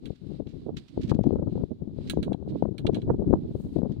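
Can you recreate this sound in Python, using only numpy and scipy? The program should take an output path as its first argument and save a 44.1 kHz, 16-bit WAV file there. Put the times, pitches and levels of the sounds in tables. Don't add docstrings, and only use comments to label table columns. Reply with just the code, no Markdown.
import sys
import numpy as np
from scipy import signal
from scipy.fft import rfft, irfft
from scipy.io import wavfile
from scipy.ndimage import uniform_filter1d

SR = 44100
rng = np.random.default_rng(int(sys.argv[2]) if len(sys.argv) > 2 else 0)


def dump_mix(stems):
    frames = np.atleast_2d(stems).T
    limited = np.clip(frames, -1, 1)
    pcm = np.round(limited * 32767).astype(np.int16)
    wavfile.write(sys.argv[1], SR, pcm)


N = 176400
TIME_S = np.arange(N) / SR

# frequency in Hz, relative spectral density in dB.
AIR_SPECTRUM = [(700, 3), (1500, -2), (2500, -2.5), (3900, 6.5), (5500, -7), (16000, -19.5)]
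RUMBLE_SPECTRUM = [(15, -11), (35, -11), (70, 0), (130, 3), (260, 1), (400, -8), (600, -34.5), (1000, -42),
                   (1800, -91.5)]
FLUTTER_SPECTRUM = [(150, -33.5), (350, 6), (600, -2), (1000, -21.5), (1500, -30.5), (2500, -72)]
GRASS_SPECTRUM = [(300, 0), (1800, -4.5), (2800, -1), (4000, 4), (5100, -4.5), (5700, -13.5), (9000, -16.5),
                  (11500, -28.5), (15000, -28.5)]
STALK_SPECTRUM = [(3000, -23.5), (6000, 2.5), (9000, 3.5), (14000, -3.5), (16000, 1)]
KNOCK_SPECTRUM = [(500, -36), (1400, -3), (1950, -9.5), (2700, -3.5), (4050, 0.5), (4900, -20.5),
                  (6500, -22.5), (9500, -12), (12000, -25), (15000, -20)]
GRIT_SPECTRUM = [(600, -14), (1500, -1), (2400, 3), (3900, 4.5), (5300, -2), (6600, -6.5), (11500, -25),
                 (15000, -24)]
# time in seconds, level in dB.
GUSTS_LEFT = [(0.0, -56), (0.06, -42), (0.18, -54), (0.28, -36), (0.56, -45), (0.68, -50.5), (0.74, -36),
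              (0.88, -62.5), (1.1, -29), (1.66, -35.5), (1.7, -50.5), (1.82, -46), (2.12, -38),
              (2.2, -30.5), (2.24, -34.5), (2.34, -35.5), (2.6, -44), (2.64, -31), (2.82, -42),
              (2.88, -29.5), (3.06, -39), (3.1, -27.5), (3.2, -43), (3.3, -24.5), (3.4, -40), (3.99, -34)]
GUSTS_RIGHT = [(0.0, -52.5), (0.3, -67), (0.36, -54), (0.54, -60), (0.66, -39.5), (0.88, -58),
               (1.04, -30.5), (1.2, -45.5), (1.62, -39), (1.66, -58.5), (1.72, -49), (1.78, -56),
               (2.28, -32), (2.38, -70.5), (2.52, -35), (2.72, -59), (2.86, -37), (3.34, -34), (3.48, -41),
               (3.74, -43.5), (3.84, -53), (3.99, -46)]
# peak time, rise and fall in seconds, level in dB.
GRASS_SWISHES = [(0.06, 0.029, 0.11, -64.5), (0.35, 0.097, 0.045, -63.5), (0.60, 0.088, 0.071, -67),
                 (0.81, 0.036, 0.066, -63.5), (0.98, 0.078, 0.13, -63.5), (1.28, 0.032, 0.063, -66),
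                 (1.53, 0.038, 0.11, -66), (2.07, 0.069, 0.09, -59), (2.495, 0.0095, 0.016, -58),
                 (2.58, 0.036, 0.046, -64), (2.99, 0.069, 0.049, -67.5), (3.58, 0.23, 0.17, -69),
                 (3.76, 0.027, 0.038, -63), (3.93, 0.049, 0.038, -66.5)]
STALK_SWISHES = [(3.61, 0.061, 0.052, -72.5), (3.74, 0.057, 0.063, -77)]
# start in seconds, level in dB, treble gain in dB, rattle decay in seconds,
# bounce delay in seconds, bounce gain in dB, ping gain in dB.
ROCK_KNOCKS = [(0.057, -55.5, -4.5, 0.014, .006, -8, -13), (0.471, -64.5, -26, .005, .004, -16, -35),
               (2.0982, -37, 2.5, .01, .0117, 6, -9), (2.2293, -46, -7, 0.012, .0052, 5, -18),
               (2.3308, -56.5, -9.5, 0.0066, .004, -16, -16), (2.7816, -49.5, -7.5, 0.01, .006, 3, -17),
               (2.8673, -38.5, -45, 0.0053, .0048, -11, -52.5), (2.9459, -47, -13, 0.016, .0082, 1, -9),
               (3.018, -61.5, -17, .009, .007, -2.5, -12)]
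# frequency in Hz, relative level in dB.
STONE_MODES = [(2330, 3), (2720, 3), (3370, 8), (4030, 5)]
# frequency in Hz, relative level in dB, T60 in seconds.
PING_MODES = [(1640, 8, .1), (6570, -1, .13), (6690, -5, .09)]
# time in seconds, length in seconds, level in dB, low-pass corner
# in Hz, port (0 left, 1 right).
EDDY_HITS = [(0.106, 0.0088, -21.5, 320, 0), (0.32, 0.0057, -29.5, 315, 0), (0.404, 0.013, -23, 370, 0),
             (0.569, 0.0047, -26.5, 235, 0), (0.667, 0.009, -24.5, 376, 1), (0.693, 0.025, -26.5, 427, 1),
             (0.977, 0.0026, -12.5, 390, 0), (0.997, 0.017, -23.5, 290, 0), (1.118, 0.0032, -12, 560, 0),
             (1.126, 0.0024, -22, 656, 0), (1.192, 0.0043, -9.5, 366, 0), (1.212, 0.0061, -13, 270, 0),
             (1.241, 0.0026, -20.5, 448, 0), (1.27, 0.017, -10.5, 330, 0), (1.308, 0.0038, -15.5, 450, 0),
             (1.334, 0.0081, -14, 300, 0), (1.359, 0.007, -18.5, 440, 0), (1.387, 0.0018, -28, 520, 0),
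             (1.397, 0.0049, -20, 367, 1), (1.428, 0.012, -19.5, 387, 0), (1.474, 0.0056, -26, 523, 0),
             (1.557, 0.0021, -16.5, 386, 0), (1.579, 0.0052, -22, 380, 0), (1.638, 0.0044, -13, 396, 0),
             (1.717, 0.016, -23, 330, 1), (1.823, 0.015, -23.5, 281, 0), (1.877, 0.0072, -25.5, 297, 0),
             (1.988, 0.0024, -18, 370, 0), (2.136, 0.0038, -24.5, 457, 1), (2.174, 0.0021, -9, 412, 0),
             (2.281, 0.0068, -24.5, 480, 1), (2.321, 0.0062, -18, 400, 0), (2.348, 0.0059, -18.5, 410, 0),
             (2.427, 0.0031, -21.5, 357, 0), (2.478, 0.0069, -24.5, 340, 1), (2.558, 0.0091, -22, 400, 1),
             (2.626, 0.0013, -4.5, 451, 0), (2.656, 0.0052, -18, 454, 0), (2.691, 0.0072, -21, 246, 0),
             (2.855, 0.0098, -13.5, 368, 0), (2.88, 0.0068, -18.5, 363, 1), (2.896, 0.012, -15, 440, 0),
             (2.971, 0.037, -25.5, 409, 0), (3.08, 0.003, -14, 374, 0), (3.103, 0.012, -13, 554, 1),
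             (3.146, 0.0083, -21.5, 430, 1), (3.197, 0.019, -18, 295, 0), (3.223, 0.014, -20.5, 336, 0),
             (3.309, 0.014, -17, 342, 0), (3.33, 0.0034, -9.5, 466, 0), (3.338, 0.0062, -6, 518.3, 0),
             (3.357, 0.0019, -22.5, 465, 1), (3.554, 0.01, -21.5, 350, 0), (3.767, 0.0072, -12.5, 370, 0),
             (3.789, 0.021, -20, 327, 0), (3.819, 0.0019, -18, 470, 0), (3.833, 0.0054, -12.5, 338, 0),
             (3.857, 0.014, -24, 420, 0)]
# peak time, rise and decay in seconds, level in dB.
BOOT_CRUNCHES = [(0.161, 0.0046, 0.0084, -64), (0.490, 0.0067, 0.033, -60.5), (0.772, 0.003, 0.012, -39.5),
                 (0.886, .005, 0.015, -56.5), (1.02, 0.0071, 0.009, -49.5), (1.035, .004, 0.019, -48.5),
                 (1.078, .003, .012, -52), (1.1, 0.0056, 0.0096, -42), (1.108, .001, 0.0049, -41),
                 (1.149, .005, 0.0053, -54.5), (1.237, 0.0016, 0.0054, -50), (2.076, 0.0012, 0.021, -49),
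                 (2.932, 0.0012, 0.0099, -57.5), (3.785, 0.0026, .006, -62.5), (3.923, .002, .006, -59)]


def from_db(db):
    return 10 ** (np.asarray(db) / 20)


def unit_rms(x):
    return x / np.sqrt(np.mean(x ** 2) + 1e-20)


def coloured(x, spectrum):
    size, (hz, db) = x.shape[-1], np.transpose(spectrum)
    bins_hz = np.maximum(np.fft.rfftfreq(size, 1 / SR), 1)
    gain = from_db(np.interp(np.log(bins_hz), np.log(hz), db))
    cepstrum = irfft(np.log(gain), size)
    response = np.exp(2 * rfft(cepstrum[:size // 2], size))
    return unit_rms(irfft(rfft(x) * response, size))


def butter(x, hz, kind, order):
    return signal.sosfilt(signal.butter(order, hz, kind, fs=SR, output="sos"), x)


def drift(corner_hz):
    bins_hz = np.fft.rfftfreq(N, 1 / SR)
    return unit_rms(irfft(rfft(rng.standard_normal(N)) / (1 + (bins_hz / corner_hz) ** 4), N))


def clicks(shape, per_s):
    return (rng.random(shape) < per_s / SR) * rng.choice([-1, 1], shape)


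def evened(noise, window_s=0.019):
    power = uniform_filter1d(noise ** 2, int(window_s * SR))
    power = uniform_filter1d(power, int(window_s * SR / 2))
    return noise / np.sqrt(np.abs(power) + 1e-9)


def swells(rows):
    return np.sqrt(sum(
        from_db(db) ** 2 * np.exp(-((TIME_S - peak_s) / np.where(TIME_S < peak_s, rise_s, fall_s)) ** 2)
        for peak_s, rise_s, fall_s, db in rows))


def at_feet(pair, left_db=-10, left_lead_s=0.0005, likeness=0.073):
    blend = likeness * pair[1] + np.sqrt(1 - likeness ** 2) * pair[0]
    left = np.interp(TIME_S + left_lead_s, TIME_S, blend)
    return np.array([from_db(left_db) * left, pair[1]])


def air(left_db=-82, right_db=-75.5):
    return from_db([[left_db], [right_db]]) * coloured(rng.standard_normal((2, N)), AIR_SPECTRUM)


def wind(gusts, rumble_db=6, flutter_db=-12, rumble_swing_db=7.5, flutter_swing_db=6.5):
    strength = from_db(np.interp(TIME_S, *np.transpose(gusts)))
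    ceiling = 1.22
    eddies = ceiling * np.tanh(drift(corner_hz=36.4) / ceiling)
    swirl = evened(coloured(rng.standard_normal(N), RUMBLE_SPECTRUM))
    rumble = unit_rms(swirl * from_db(rumble_swing_db * eddies))
    pops = clicks(N, per_s=110) * from_db(flutter_swing_db * eddies)
    flutter = coloured(pops, FLUTTER_SPECTRUM)
    return strength * (from_db(rumble_db) * rumble + from_db(flutter_db) * flutter)


def grass(brush_flicker_db=0.92, stalk_flicker_db=1.4):
    brush = coloured(rng.standard_normal((2, N)), GRASS_SPECTRUM)
    brush *= from_db(brush_flicker_db * drift(corner_hz=160))
    stalks = coloured(rng.standard_normal((2, N)), STALK_SPECTRUM)
    stalks *= from_db(stalk_flicker_db * drift(corner_hz=60))
    return at_feet(swells(GRASS_SWISHES) * brush) + swells(STALK_SWISHES) * stalks


def stone_clack(t, t60_s=0.039, detune=0.015):
    pitch = 1 + detune * rng.standard_normal()
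    modes = sum(from_db(db + rng.normal(0, 2.5)) * np.cos(2 * np.pi * pitch * hz * t)
                for hz, db in STONE_MODES)
    return from_db(-60 * t / t60_s) * modes


def ping(t):
    return sum(from_db(db - 60 * t / t60_s + rng.normal(0, 2))
               * np.sin(2 * np.pi * (hz * t + rng.random())) for hz, db, t60_s in PING_MODES)


def knocks(crack_db=-8, rattle_over_contact_db=17, treble_hz=6650):
    out, size = np.zeros((2, N + SR)), SR // 5
    t = np.arange(size) / SR
    for start_s, db, treble_db, decay_s, bounce_s, bounce_db, ping_db in ROCK_KNOCKS:
        bounce = from_db(bounce_db) * signal.unit_impulse(size, int(bounce_s * SR))
        contact = signal.unit_impulse(size) + bounce
        rattle = unit_rms(np.exp(-t / decay_s) * rng.standard_normal((2, size))) / np.sqrt(size)
        crack = coloured(contact + from_db(rattle_over_contact_db) * rattle, KNOCK_SPECTRUM)
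        hit = from_db(crack_db) * crack + stone_clack(t)
        body = butter(hit, treble_hz, "low", order=4)
        treble = from_db(treble_db) * butter(hit, treble_hz, "high", order=4)
        start = int(start_s * SR)
        out[:, start:start + size] += from_db(db) * (body + treble + from_db(ping_db) * ping(t))
    return at_feet(out[:, :N])


def through_port(pressure, corner_hz):
    puff = butter(pressure, 90, "high", order=1)
    puff = butter(puff, corner_hz, "low", order=3)
    return unit_rms(butter(puff, 1.99 * corner_hz, "low", order=3))


def eddy_thumps(gain_db=-1.5, spike_share=0.562, spike_corner_ratio=1.117):
    out, size = np.zeros((2, N + SR)), SR // 10
    noises = rng.standard_normal((len(EDDY_HITS), size))
    for (time_s, length_s, db, corner_hz, port), noise in zip(EDDY_HITS, noises):
        start = max(0, int(time_s * SR) - size // 2)
        t = (start + np.arange(size)) / SR - time_s + 0.5 / corner_hz
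        swirl = through_port(noise * np.exp(-2 * (t / length_s) ** 2), corner_hz)
        impulse = signal.unit_impulse(size, np.argmin(abs(t)))
        spike = through_port(impulse, spike_corner_ratio * corner_hz)
        puff = unit_rms(np.sqrt(1 - spike_share ** 2) * swirl - spike_share * spike)
        out[port, start:start + size] += from_db(db + gain_db) * puff * np.sqrt(length_s * SR / size)
    return out[:, :N]


def crunches(grain_spread_db=4.5, snap_db=14):
    grains = clicks((2, N), per_s=1800)
    grains = unit_rms(grains * from_db(grain_spread_db * np.minimum(rng.exponential(1, (2, N)), 3)))
    power = np.zeros(N)
    for peak_s, rise_s, decay_s, db in BOOT_CRUNCHES:
        t = TIME_S - peak_s
        power += from_db(db) ** 2 * np.exp(-np.where(t < 0, (t / rise_s) ** 2, 2 * t / decay_s))
        grains[:, int(peak_s * SR)] += from_db(snap_db)
    grit = np.sqrt(power) * grains
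    grit_rms = np.sqrt(np.mean(grit ** 2))
    return at_feet(grit_rms * coloured(grit, GRIT_SPECTRUM))


def scene():
    hiss = air()
    left, right = np.array([wind(GUSTS_LEFT), wind(GUSTS_RIGHT)]) + eddy_thumps()
    ports = np.array([left, butter(right, 55.4, "high", order=1)])
    return ports + knocks() + crunches() + grass() + hiss


def record(dry):
    cutoff_hz = 15750
    lowpass = signal.ellip(12, 0.05, 80, cutoff_hz, fs=SR, output="sos")
    return signal.sosfilt(lowpass, np.clip(dry, -1, 1))


dry = scene()
out = record(dry)
dump_mix(out)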